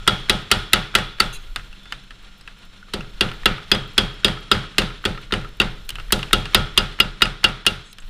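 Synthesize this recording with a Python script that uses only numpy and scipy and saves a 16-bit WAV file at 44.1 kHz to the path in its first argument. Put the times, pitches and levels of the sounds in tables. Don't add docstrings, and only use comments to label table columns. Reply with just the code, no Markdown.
import sys
import numpy as np
from scipy import signal
from scipy.fft import rfft, irfft, next_fast_len
from scipy.io import wavfile
from scipy.ndimage import uniform_filter1d

SR = 44100
rng = np.random.default_rng(int(sys.argv[2]) if len(sys.argv) > 2 else 0)


def nominal_scale(level):
    x = np.asarray(level, float) / 20
    return 10 ** x


def transcribe(u):
    v = np.clip(np.atleast_2d(u).T, -1, 1)
    q = np.round(v * 32767).astype(np.int16)
    wavfile.write(sys.argv[1], SR, q)


N = 357057

# (time [s], crack level [dB], treble re crack [dB], thud level [dB],
# die ring re crack [dB])
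RUN_1 = [
    (0.0762, 5.5, -15, -23, -30),
    (0.2962, 4.5, -13.5, -23, -34),
    (0.5143, 7, -13, -24, -46),
    (0.7328, 7, -15.5, -24, -19),
    (0.9512, 5.5, -14.5, -25, -40),
    (1.202, 2.5, -13, -27.5, -43),
]
RUN_2 = [(2.9369, -8.5, -14, -27, -42), (3.2088, 3.5, -19, -23.5, -14), (3.457, 7, -22.5, -23, -16),
         (3.7157, 4, -18, -21.5, -36), (3.9794, 5, -15.5, -22, -26), (4.2455, 4, -15.5, -21, -26),
         (4.5148, 6.5, -19, -22, -40), (4.7826, 5, -15, -21.5, -13), (5.0522, -2, -17, -23.5, -20),
         (5.3231, -1.5, -23.5, -23, -34), (5.6, 3, -24, -23, -11)]
RUN_3 = [
    (6.1229, 0, -4.5, -22, -14),
    (6.33, 5, -13.5, -21.5, -13),
    (6.5463, 8.5, -17.5, -21, -43),
    (6.776, 6, -15, -25, -11),
    (7.001, 1.5, -17, -28, -5),
    (7.2197, 5, -17, -26, -9.5),
    (7.4416, 6, -19.5, -26, -7),
    (7.665, 2, -10.5, -28, -3.5),
]
BLOW_S, CRACK_DB, TREBLE_DB, THUD_DB, DIE_RING_DB = np.transpose(RUN_1 + RUN_2 + RUN_3)
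# (frequency [Hz], level [dB per Hz])
CRACK_COLOUR = [(470, -17.5), (800, -10.5), (986, -16), (1330, 0), (1720, -2.5), (2070, -5), (2310, -15.5),
                (2710, 2.5), (3340, -2), (5080, -9.5), (5740, -16), (9760, -14), (12000, -24.5),
                (15300, -25)]
# (frequency [Hz], level [dB per Hz])
CLATTER_COLOUR = [(410, -6), (700, -7.5), (1110, -4), (1280, 3.5), (1560, 0), (1840, -2), (2570, -4),
                  (3330, -3), (3590, -2.5), (4530, -11.5), (6500, -21), (9200, -22), (11500, -33.5),
                  (15300, -43)]
# (time [s], level [dB])
SPRING_KNOCKS = [(3.581, -33), (3.846, -41), (4.106, -36), (4.371, -35.5), (4.483, -44), (4.639, -34),
                 (4.745, -44), (4.904, -34), (5.148, -35), (5.176, -30.5), (5.446, -32.5)]


def evened(x):
    return x / np.sqrt(np.mean(x ** 2) + 1e-20)


def read(points, hz):
    f, value = np.transpose(points)
    return np.interp(np.log(hz + 1), np.log(f + 1), value)


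def train(s, gain, count=N):
    out = np.full(count, 1e-30)
    out[np.round(np.asarray(s) * SR).astype(int)] = gain
    return out


def add(mix, s, sound):
    part = mix[round(s * SR):][:len(sound)]
    part += sound[:len(part)]


def per_run(values):
    return np.repeat(values, [len(RUN_1), len(RUN_2), len(RUN_3)])


def noise(shape, count=N):
    size = next_fast_len(count, True)
    gain = nominal_scale(read(shape, np.fft.rfftfreq(size, 1 / SR)))
    z = rfft(rng.standard_normal(size)) * gain
    return evened(irfft(z, size)[:count])


def dying(shape, t60s, s, db, treble_db, rise, count=N):
    size = next_fast_len(count, True)
    z = rfft(noise(shape, count), size)
    out = np.zeros(count)
    octave = np.log2(np.fft.rfftfreq(size, 1 / SR) / 62.5 + 1e-9)
    lowest = int(np.log2(shape[0][0] / 62.5))
    highest = int(np.log2(shape[-1][0] / 62.5)) + 1
    grow = np.exp(-1 / (rise * SR))
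    for k in range(lowest, highest + 1):
        window = (1 + np.cos(np.pi * np.clip(octave - k, -1, 1))) / 2
        band = irfft(z * window, size)[:count]
        tilt = np.clip(k / 2 - 2.5, 0, 2)
        power = train(s, nominal_scale(db + treble_db * tilt) ** 2, count)
        fall = nominal_scale(-2 * 60 / read(t60s, 62.5 * 2. ** k) / SR)
        power = signal.lfilter([1 - grow], np.convolve([1, -fall], [1, -grow]), power)
        out += band * np.sqrt(abs(power))
    return out


def ring(push, hz, t60):
    r, w = nominal_scale(-60 / t60 / SR), 2 * np.pi * hz / SR
    return signal.lfilter([np.sin(w)], [1, -2 * r * np.cos(w), r * r], push + 1e-30)


def rings(push, modes):
    return sum(nominal_scale(db) * ring(push, hz, t60) for hz, db, t60 in modes)


def body(modes, t):
    out = np.zeros(len(t))
    for hz, level_db, t60, delay, rise in modes:
        u = np.maximum(t - delay, 0)
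        swell = (1 - np.exp(-u / rise)) ** 2
        out += nominal_scale(level_db - 60 * u / t60) * swell * np.sin(2 * np.pi * hz * u)
    return out


def seat(column):
    # (time [s], floor slab re thud [dB], bar pitch [Hz])
    seats = np.transpose([(0.08, 2, 3660), (0.5, 8, 3930), (1.2, 3.5, 4390), (3.45, 3.5, 3810),
                          (3.72, 3, 3300), (3.98, 4.5, 3030), (4.4, 2.5, 3810), (4.78, 5, 3500),
                          (5.32, 6, 3670), (6.12, 6.5, 3760), (6.33, 7.5, 3780), (6.78, 8.5, 3220),
                          (7.22, 8.5, 3710), (7.66, 5.5, 3300)])
    return np.interp(BLOW_S, seats[0], seats[column])


def motor():
    # (time [s], motor load [dB], floor rumble [dB])
    load_table = [(0.0, 9.5, -38), (0.9, 5.5, -48), (1.3, 1.5, -37), (1.432, 1, -32.5), (1.599, 4, -34.5),
                  (1.87, 3, -44), (2.88, 1.5, -43), (3.3, 4.5, -34.5), (4.6, 7, -50), (5.14, 4, -40.5),
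                  (5.6, 4, -39.5), (5.99, 3, -31.5), (6.5, 10, -41), (7.4, 2.5, -47.5), (7.8, 3.5, -63),
                  (8.09, -1, -31.5)]
    # (frequency [Hz], level [dB per Hz])
    wash_colour = [(150, -37.5), (250, -1.5), (542, -7.5), (689, -8.5), (877, -9), (1390, -3.5), (2110, -6),
                   (3240, -1.5), (4190, -4.5), (4900, -16), (5810, -17), (10500, -25), (12500, -38.5),
                   (15300, -43)]
    # (frequency [Hz], width [Hz], level [dB])
    fuzzy_tones = [(122.4, 19, -71), (194, 14, -68), (1410, 32, -71.5), (5330, 63, -77), (6150, 90, -85),
                   (7300, 90, -83.5)]
    # (frequency [Hz], level [dB per Hz])
    hum_colour = [(50, -25), (80, 5.5), (130, -4.5), (200, -3), (300, -46), (500, -67.5)]
    rumble_colour = [(12, -26.0), (24, -21.0), (32, -21), (45, -29.5), (70, -57.0), (200, -79.0)]
    s, *levels = np.transpose(load_table)
    load_db, rumble_db = (np.interp(np.arange(N) / SR, s, db) for db in levels)
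    u = np.arange(SR // 2) / SR / 0.049
    heave_db = 6.5 * signal.oaconvolve(train(BLOW_S, 0.83), u ** 2 * np.exp(2 - 2 * u))[:N]
    flicker = evened(uniform_filter1d(uniform_filter1d(rng.standard_normal(N), 700), 700))
    wash = nominal_scale(-6.5 + 2.1 * flicker) * noise(wash_colour)
    for hz, width, db in fuzzy_tones:
        wash += nominal_scale(db + 54) * evened(ring(rng.standard_normal(N), hz, 2.2 / width))
    wash *= nominal_scale(-47 + load_db + 0.26 * heave_db)
    hum = nominal_scale(-60.5 + 1.32 * load_db + 3.2 * heave_db) * noise(hum_colour)
    rumble = nominal_scale(rumble_db + 0.73 * heave_db) * noise(rumble_colour)
    return wash + hum + rumble


def ram():
    # (frequency [Hz], level [dB], t60 [s])
    steady = [
        [(1290, 0, .3), (1360, -3, .22), (1412, 0, .35), (1442, -6, .22)],
        [(3400, -1, .7), (3432, -7, .3), (3345, -6, .2), (3270, -6, .2)],
    ]
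    # (frequency [Hz], level [dB], t60 [s])
    parts = [
        [(2766, -3, 0.099), (2810, -1, 0.059), (2850, 2.5, 0.06), (2920, -8, 0.058)],
        [(1320, 1, 0.041), (1383, -5, 0.074)],
        [(2020, 2, 0.02), (2052, -3.5, .03)],
        [(3295, 1, 0.047), (3420, -9.5, 0.094)],
        [(3240, -6.5, 0.77), (3200, -1.5, 0.243), (3320, 4, 0.304), (3280, -3, 0.65), (3499, -17.5, .25)],
        [(5000, -14, 0.038), (4910, 5.5, 0.08), (4935, -14.5, 0.22)],
        [(2900, -4.5, .25), (3785, -12.5, .2), (4885, -21, .2), (5400, -22, 0.41), (1880, -13.5, .25)],
    ]
    # (anvil face, guide, ram face, ram body, key, re crack [dB])
    woken_db = np.transpose([(-5, -5, -9, -27, -27), (-15, -9.5, -16, -33, -38),
                (-11.5, -14, -51, -34, -41), (-14.5, -7, -32.5, -47, -45), (-12, -6.5, -37, -47, -51),
                (-5, -5, -30, -50, -52), (-13, -23, -32, -49, -45), (-19, -33, -7, -43, -47),
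                (-18, -28, -10, -49, -45), (-28, -15, -3.5, -27.5, -15), (-31, -11.5, -3.5, -26.5, -24.5),
                (-15, -32, -9.5, -27, -17.5), (-9.5, -42, -14, -33, -22), (-17, -14, -24, -50, -42),
                (-10, -33, -9, -52, -48), (-16, -28, -25, -57, -50), (-17, -22, -14, -57, -55),
                (-8, -43, -12, -48, -42), (-8, -23, -8.5, -31, -39), (-11, -16.5, -13.5, -34, -24.5),
                (-9, -21, -10.5, -42, -20), (-7, -7, -6, -44, -18), (-10, -7, -30, -48, -19),
                (-25, -12, -9, -44, -34), (-14, -13, -7, -39, -46)])
    anvil_db = (-25, -30, -25.5)
    upright_db = (-30, -44, -40)
    column_db = (-23, -43.5, -45.5)
    levels = [per_run(anvil_db), per_run(upright_db), DIE_RING_DB, *woken_db, per_run(column_db)]
    out = np.zeros(N)
    for db, modes in zip(levels, steady + parts):
        for hz, level_db, t60 in modes:
            start = BLOW_S + rng.uniform(.0005, 0.003, len(BLOW_S))
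            out += ring(train(start, nominal_scale(CRACK_DB + db + level_db - 7.0)), hz, t60)
    out += rings(train([0], nominal_scale(-46)), steady[0] + steady[1])
    flutter = evened(uniform_filter1d(rng.standard_normal(N), size=250))
    return out * nominal_scale(1.6 * flutter)


def take_up():
    s = np.array([0.068, 0.287, 0.5048, 0.724, 0.942, 1.185, 3.433, 3.7037, 3.972, 4.234, 4.509, 4.7724,
                  5.041, 5.309, 6.106, 6.3096, 6.535, 6.7685, 6.989, 7.2089, 7.4337, 7.653])
    # (frequency [Hz], level [dB per Hz])
    scuff_colour = [(500, -8), (1000, -4), (1400, 7), (2800, -2), (4300, -11.5), (5200, -26), (13000, -33),
                    (15300, -38), (15800, -79.5)]
    blow = np.searchsorted(BLOW_S, s)
    stroke_s = np.diff(BLOW_S, prepend=-.15)[blow] % .3
    db = -19 - 230 * np.maximum(stroke_s - 0.22, 0)
    db -= 5.5 * np.minimum(CRACK_DB[blow], 0)
    top_s, top_db = np.transpose(SPRING_KNOCKS)
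    all_db = np.r_[db - 5.5, top_db + 1.5]
    return dying(scuff_colour, [(1000, 0.022), (10000, 0.03)], np.r_[s, top_s], all_db, 0, rise=0.00044)


def crack():
    # (frequency [Hz], t60 [s])
    crack_t60 = [(700, 0.085), (1400, 0.043), (2800, 0.069), (5600, 0.053), (9000, 0.023), (14000, 0.023)]
    # (frequency [Hz], level [dB], t60 [s])
    die_modes = [(1530, -53, 0.174), (2120, -28, 0.0064), (2563, 0, 0.033), (3320, -4.5, 0.056),
                 (3780, -6.5, 0.089), (4570, -8, 0.079), (5290, -13.5, 0.048)]
    # (frequency [Hz], level [dB], t60 [s])
    edge_modes = [(7240, -17, 0.03), (8880, -21, 0.033), (10900, -9.5, 0.01), (11900, -9, 0.012)]
    # (time [s], level [dB], pitch of the bar's free end [Hz],
    # die edge re blow [dB], free end re blow [dB])
    _, land_db, free_hz, edge_db, free_db = np.transpose([(0.0762, 1, 3800, -27, 2),
                                             (0.2957, -5, 3930, -30, 21), (0.5137, -17.5, 4130, -17, -1),
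                                             (0.7327, -1.5, 3950, -18.5, 19), (0.9507, -1, 4000, -26, 6),
                                             (1.2017, -0.5, 4520, -36, 20), (2.9362, -12, 3940, -26, 13),
                                             (3.2091, -2, 3670, -44, 10), (3.4565, 2.5, 3950, -23.5, 11.5),
                                             (3.7155, -1, 4450, -37, 13), (3.9804, -1, 3910, -32, 12.5),
                                             (4.2443, 1.5, 3670, -32, 13), (4.5151, 6.5, 3690, -36.5, 8),
                                             (4.7825, -0.5, 3960, -36, 9.5), (5.0529, -18, 3750, -33, 5),
                                             (5.3243, -11, 3700, -37, 9), (5.5997, 0, 3720, -24, 7.5),
                                             (6.1225, -3.5, 3850, -20.5, 5), (6.33, 5, 3700, -26, 11.5),
                                             (6.5475, 8, 3700, -23.5, 12), (6.776, 7.5, 3570, -28, 9.5),
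                                             (7.001, -7, 4500, -20, 10.5), (7.219, -1, 3790, -34, 15.5),
                                             (7.4425, 0, 4530, -26, 6), (7.6655, -6, 3700, -31, 10)])
    burst = nominal_scale(-13.5) * dying(CRACK_COLOUR, crack_t60, BLOW_S, CRACK_DB, TREBLE_DB + 18.0, rise=0.0001)
    impact = np.exp(-np.arange(500) / SR / 0.00053)
    shaken = signal.oaconvolve(train(BLOW_S, nominal_scale(CRACK_DB)), impact / np.linalg.norm(impact))[:N]
    dies = sum(nominal_scale(db) * ring(shaken * rng.standard_normal(N), hz, t60) for hz, db, t60 in die_modes)
    edge = train(BLOW_S, nominal_scale(land_db + 2.44 * (edge_db - np.median(edge_db)) - 0.5))
    edge = signal.oaconvolve(edge, impact ** 0.44 / 6)[:N] * rng.standard_normal(N)
    dies += rings(edge, edge_modes)
    t = np.arange(3000) / SR
    bar_hz = seat(2)
    for k, s in enumerate(BLOW_S):
        fade = nominal_scale(CRACK_DB[k] - 2.5 - 60 * t / 0.036) * (1 - np.exp(-t / 0.00067))
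        add(dies, s, fade * np.sin(2 * np.pi * bar_hz[k] * t))
        fade = nominal_scale(land_db[k] + free_db[k] - 60 * t / 0.023) * (1 - np.exp(-t / 0.00038))
        add(dies, s, fade * np.sin(2 * np.pi * free_hz[k] * t))
    return burst + nominal_scale(-19.0) * dies


def thud():
    # (frequency [Hz], level [dB], t60 [s], delay [s], rise [s])
    slab_modes = [(34.37, -2.5, 0.54, 0.00023, 0.016), (57.3, -0.5, 0.12, 0.0057, 0.0053),
                  (99, -7.5, 0.13, 0.02075, 0.0014), (138.2, -9, 0.24, 0.0309, 0.008)]
    # (frequency [Hz], level [dB], t60 [s], delay [s], rise [s])
    frame_modes = [(204.8, 0, 0.11, 0.0031, 0.0021), (178, 5, 0.049, 0.052, 0.0035),
                   (243, -2.5, 0.039, 0.00027, 0.0034), (282.6, -10.5, 0.13, 0.0041, 0.0032),
                   (332, 2.5, 0.043, 0.0044, 0.0016), (332, -17, 0.37, 0.027, 0.00063),
                   (411.6, 2, 0.06, 0.00067, 0.0023), (417.6, -18, 0.54, 0.0087, 0.024),
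                   (520.4, -9.5, 0.13, 0.02, 0.00048), (606, -11, 0.11, 0.032, 0.0018),
                   (754, -11.5, 0.27, 0.011, 0.014), (843, -11.5, 0.23, 0.015, 0.0028),
                   (922, -4.5, 0.037, 0.00037, 0.00056), (1020, -20, 0.17, 0.0056, 0.0056)]
    # (frequency [Hz], level [dB per Hz])
    boom_colour = [(35, -37), (60, -13.5), (119, 2), (188, -6), (232, -6.5), (363, -8.5), (399, -5.5),
                   (555, -11), (1000, -14), (1300, -45), (2200, -120)]
    # (frequency [Hz], t60 [s])
    boom_t60 = [(60, 0.38), (125, 0.74), (250, 0.49), (500, 0.51), (1000, 0.34)]
    # (time [s], level [dB])
    bumps = [
        (1.557, -47.5),
        (1.926, -50),
        (5.901, -46.5),
        (5.969, -46),
    ]
    guards_db = (1.5, -4.5, -1.5)
    t = np.arange(SR // 2) / SR
    frame = nominal_scale(-13) * dying(boom_colour, boom_t60, [0], 0, 0, rise=.008, count=len(t))
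    frame += body(frame_modes[:9], t)
    struck = signal.oaconvolve(train(BLOW_S, nominal_scale(THUD_DB + 5.5)), frame)
    struck += signal.oaconvolve(train(BLOW_S, nominal_scale(THUD_DB + seat(1))), body(slab_modes, t))
    guards = train(BLOW_S, nominal_scale(THUD_DB + 5.5 + per_run(guards_db)))
    struck += signal.oaconvolve(guards, body(frame_modes[9:], t))
    bump_s, bump_db = np.transpose(bumps)
    loose_db = np.r_[THUD_DB - 15, bump_db - 5]
    loose = dying(boom_colour, boom_t60, np.r_[BLOW_S, bump_s], loose_db, 0, rise=0.0039)
    block = nominal_scale(19.5) * body(slab_modes[2:], t)
    return struck[:N] + loose + signal.oaconvolve(train(bump_s, nominal_scale(bump_db)), block)[:N]


def clatter():
    # (frequency [Hz], t60 [s])
    clatter_t60 = [(700, 0.37), (1400, 0.63), (2800, 0.36), (5600, 0.7), (9000, 0.19), (14000, 0.45)]
    tail_db = (0.4, 0.24, -1.4)
    db = -29 + 0.83 * CRACK_DB + per_run(tail_db)
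    return dying(CLATTER_COLOUR, clatter_t60, BLOW_S, db, 0.66 * (TREBLE_DB + 19.5), rise=0.0024)


def contacts():
    # (time [s], level [dB], pitch [Hz])
    rebounds = [(0.9857, 0.5, 2640), (1.2217, -8, 1320), (3.7492, 0, 1590), (4.2813, 0.5, 1300),
                (4.5498, -6, 1320), (4.819, -3.5, 1340), (5.0588, -1.5, 1370), (5.3376, 2.5, 2800),
                (5.6164, 3, 1410), (7.255, -1, 2800)]
    # (time [s], level [dB], pitch [Hz])
    grazes = [
        (1.199, -3, 2860),
        (2.9343, -17, 3500),
        (4.514, -7, 1270),
        (5.052, -9, 2850),
        (6.1226, 2, 3300),
        (6.5477, 7, 3130),
        (6.9989, -15, 2650),
    ]
    # (time [s], level [dB], pitch [Hz])
    rattles = [(3.0075, -14, 2740), (3.2879, -15, 2870), (3.3154, -12.5, 1400), (5.4146, -20, 2830),
               (6.1917, -7.5, 2900), (6.2292, -4, 2680), (6.284, -25, 2500), (6.455, -5.5, 2770),
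               (7.487, -10, 1410)]
    rows = list([(1.5603, -2, 3700, -15.5, -15), (1.594, -18, 1400, -47, -5), (1.7282, -24, 2700, -17, -3),
                 (1.8557, -18, 3420, -24.5, -30), (1.923, -4, 1360, -17.5, -17),
                 (2.107, -16, 1770, -24, -13), (2.4103, -27, 4930, -14, -10), (2.476, -14, 2650, -23, -13),
                 (2.411, -35, 8200, -13, -11.5), (2.828, -31, 1390, -26.5, -4.5),
                 (2.8848, -32, 1330, -21, -1), (2.893, -32, 1340, -23, -2), (3.045, -28, 1400, -24, -2),
                 (5.8914, -13, 2670, -0.5, -4), (5.904, -15.5, 2980, -4, -5),
                 (5.9554, -12.5, 2800, -15.5, -5.5), (5.985, -10.5, 1310, -43, -13),
                 (5.9989, -10, 1450, -27, -20), (6.084, -30, 1360, -15, -3), (7.9294, -29, 3900, 0.5, -5),
                 (7.9847, -17.5, 2620, -15, -23), (8.022, -23.5, 1470, -18, -11)])
    for table, treble_db in (rebounds + grazes, -22), (rattles, -22.5):
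        for s, db, hz in table:
            rows.append((s, db, hz, treble_db, -15.5 - .45 * db))
    return np.transpose(rows)


def ticks():
    s, db, hz, treble_db, knock_db = contacts()
    click_t60 = [(1000, 0.051), (10000, 0.012)]
    out = nominal_scale(-15.5) * dying(CRACK_COLOUR, click_t60, s, db, treble_db + 15, rise=0.00006)
    out += dying(CLATTER_COLOUR, [(1000, 0.22), (10000, 0.28)], s, db - 33.0, 0, rise=0.0024)
    t = np.arange(4000) / SR
    spread = rng.uniform(-0.084, 0.073, (len(s), 4))
    for k in range(len(s)):
        off = spread[k, :, None]
        cluster = np.sin(2 * np.pi * (hz[k] * (1 + off) * t + 40 * off)).sum(0) / 2
        fade = nominal_scale(db[k] + knock_db[k] - 3 - 60 * t / 0.028) * (1 - np.exp(-t / 0.0008))
        add(out, s[k], cluster * fade)
    return out


def chattering(spells, modes):
    out, t = np.zeros(N), np.arange(SR // 3) / SR
    for s, length, db in spells:
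        touches = nominal_scale(db) * (t < length) * (rng.random(len(t)) < 2500 / SR)
        sound = sum(nominal_scale(level_db) * ring(touches * rng.standard_normal(len(t)), hz, t60)
                    for hz, level_db, t60 in modes)
        add(out, s, sound * nominal_scale(-900 * np.maximum(t - length, 0)))
    return out


def wide_tongs():
    # (time [s], length [s], level [dB])
    spells = [
        (1.326, 0.051, -69),
        (1.378, .05, -75),
    ]
    # (frequency [Hz], level [dB], t60 [s])
    modes = [(3994, 0, .1), (6200, 3, .12), (6772, 0, .08), (8312, -3, .1), (10029, -8, .08)]
    return chattering(spells, modes)


def squeal():
    # (frequency [Hz], level [dB], loudest time [s])
    squeal_tones = [(2740, 10, 1.339), (3994, 10, 1.357), (6070, -6, 1.33), (6240, 1, 1.336),
                    (6772, 1, 1.358), (7181, -2, 1.345), (8312, 1, 1.336), (8600, -8, 1.35), (9448, 0, 1.345),
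                    (9790, -8, 1.36), (10029, -2, 1.333), (10191, -2, 1.35), (11353, -10, 1.35),
                    (12344, -5, 1.346),
                    (2519, 0, 1.365), (4412, -3, 1.34), (11020, -12, 1.34), (13345, -12, 1.365),
                  (13970, -12, 1.333), (15200, -14, 1.329)]
    start_s, end_s = 1.326, 1.373
    t, out = start_s + np.arange(SR // 8) / SR, np.zeros(N)
    stop_db = -1900 * np.maximum(t - end_s, 0)
    gate = np.minimum((t - start_s) / .002, 1) * nominal_scale(-46 + stop_db)
    for hz, db, top_s in squeal_tones:
        waver_db = 3.5 * evened(uniform_filter1d(rng.standard_normal(len(t)), size=200))
        swell = nominal_scale(db + waver_db - 480 * abs(t - top_s))
        add(out, start_s, gate * swell * np.sin(2 * np.pi * (hz * t + rng.random())))
    return out


def rub():
    # (time [s], length [s], level [dB])
    spells = [
        (1.78, 0.24, -66.5),
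    ]
    # (frequency [Hz], level [dB], t60 [s])
    modes = [(3300, -1, 0.027), (3500, 6.5, 0.057), (3670, -3, .03)]
    return chattering(spells, modes)


def scale():
    snap_s = [3.337, 3.700, 3.877, 3.935, 4.141, 4.408, 5.028, 5.216, 5.49, 5.57, 5.852, 5.866]
    faint_s = [1.835, 2.037, 2.225, 2.378, 2.385, 2.587, 2.652, 6.405, 6.51, 6.74, 7.49]
    prick = nominal_scale(-60 * np.arange(800) / SR / .02)
    snaps = train(snap_s, nominal_scale(-47.5)) + train(faint_s, nominal_scale(-53))
    hiss = evened(np.diff(rng.standard_normal(N + 2), 2))
    return signal.oaconvolve(snaps, prick)[:N] * hiss


def spring():
    rise_s = 0.0054
    out, u = np.zeros(N), np.arange(2000) / SR / rise_s
    offsets = rng.uniform(-0.052, 0.039, (len(SPRING_KNOCKS), 3))
    for (s, db), off in zip(SPRING_KNOCKS, offsets):
        hz = 1326 * (1 + off[:, None])
        tones = np.sin(2 * np.pi * hz * rise_s * u).sum(0)
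        add(out, s, nominal_scale(db - 5.5) * u * np.exp(1 - u) * tones)
    return out


def narrow_tongs():
    # (time [s], length [s], level [dB])
    spells = [
        (7.845, 0.069, -65),
        (7.912, 0.013, -59),
        (8.001, 0.0036, -48),
    ]
    # (frequency [Hz], level [dB], t60 [s])
    modes = [(6470, -5, 0.043), (7660, -10, 0.13), (8950, -9, 0.045), (9200, -16, 0.05),
             (10300, -16, 0.039)]
    return chattering(spells, modes)


def scene():
    hammer = motor() + ram() + take_up() + crack() + thud() + clatter()
    small = ticks() + wide_tongs() + squeal() + rub() + scale() + spring() + narrow_tongs()
    return (hammer + small)[None]


def band_limit(x):
    return signal.sosfilt(signal.butter(12, 16530, fs=SR, output="sos"), x)


def record(dry):
    taps = signal.firwin(301, 15350, window=("kaiser", 6), fs=SR)[None]
    x = signal.oaconvolve(dry, taps, "same") + nominal_scale(-44) * dry
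    knee, room = .7, .25
    over = np.maximum(abs(x) - knee, 0)
    x = np.sign(x) * (np.minimum(abs(x), knee) + room * np.tanh(over / room))
    inside = signal.oaconvolve(x, taps, "same")
    spill = signal.lfilter(*signal.butter(6, 16300, fs=SR), x - inside)
    return band_limit(inside + nominal_scale(-5) * spill)


dry = scene()
out = record(dry)
transcribe(out)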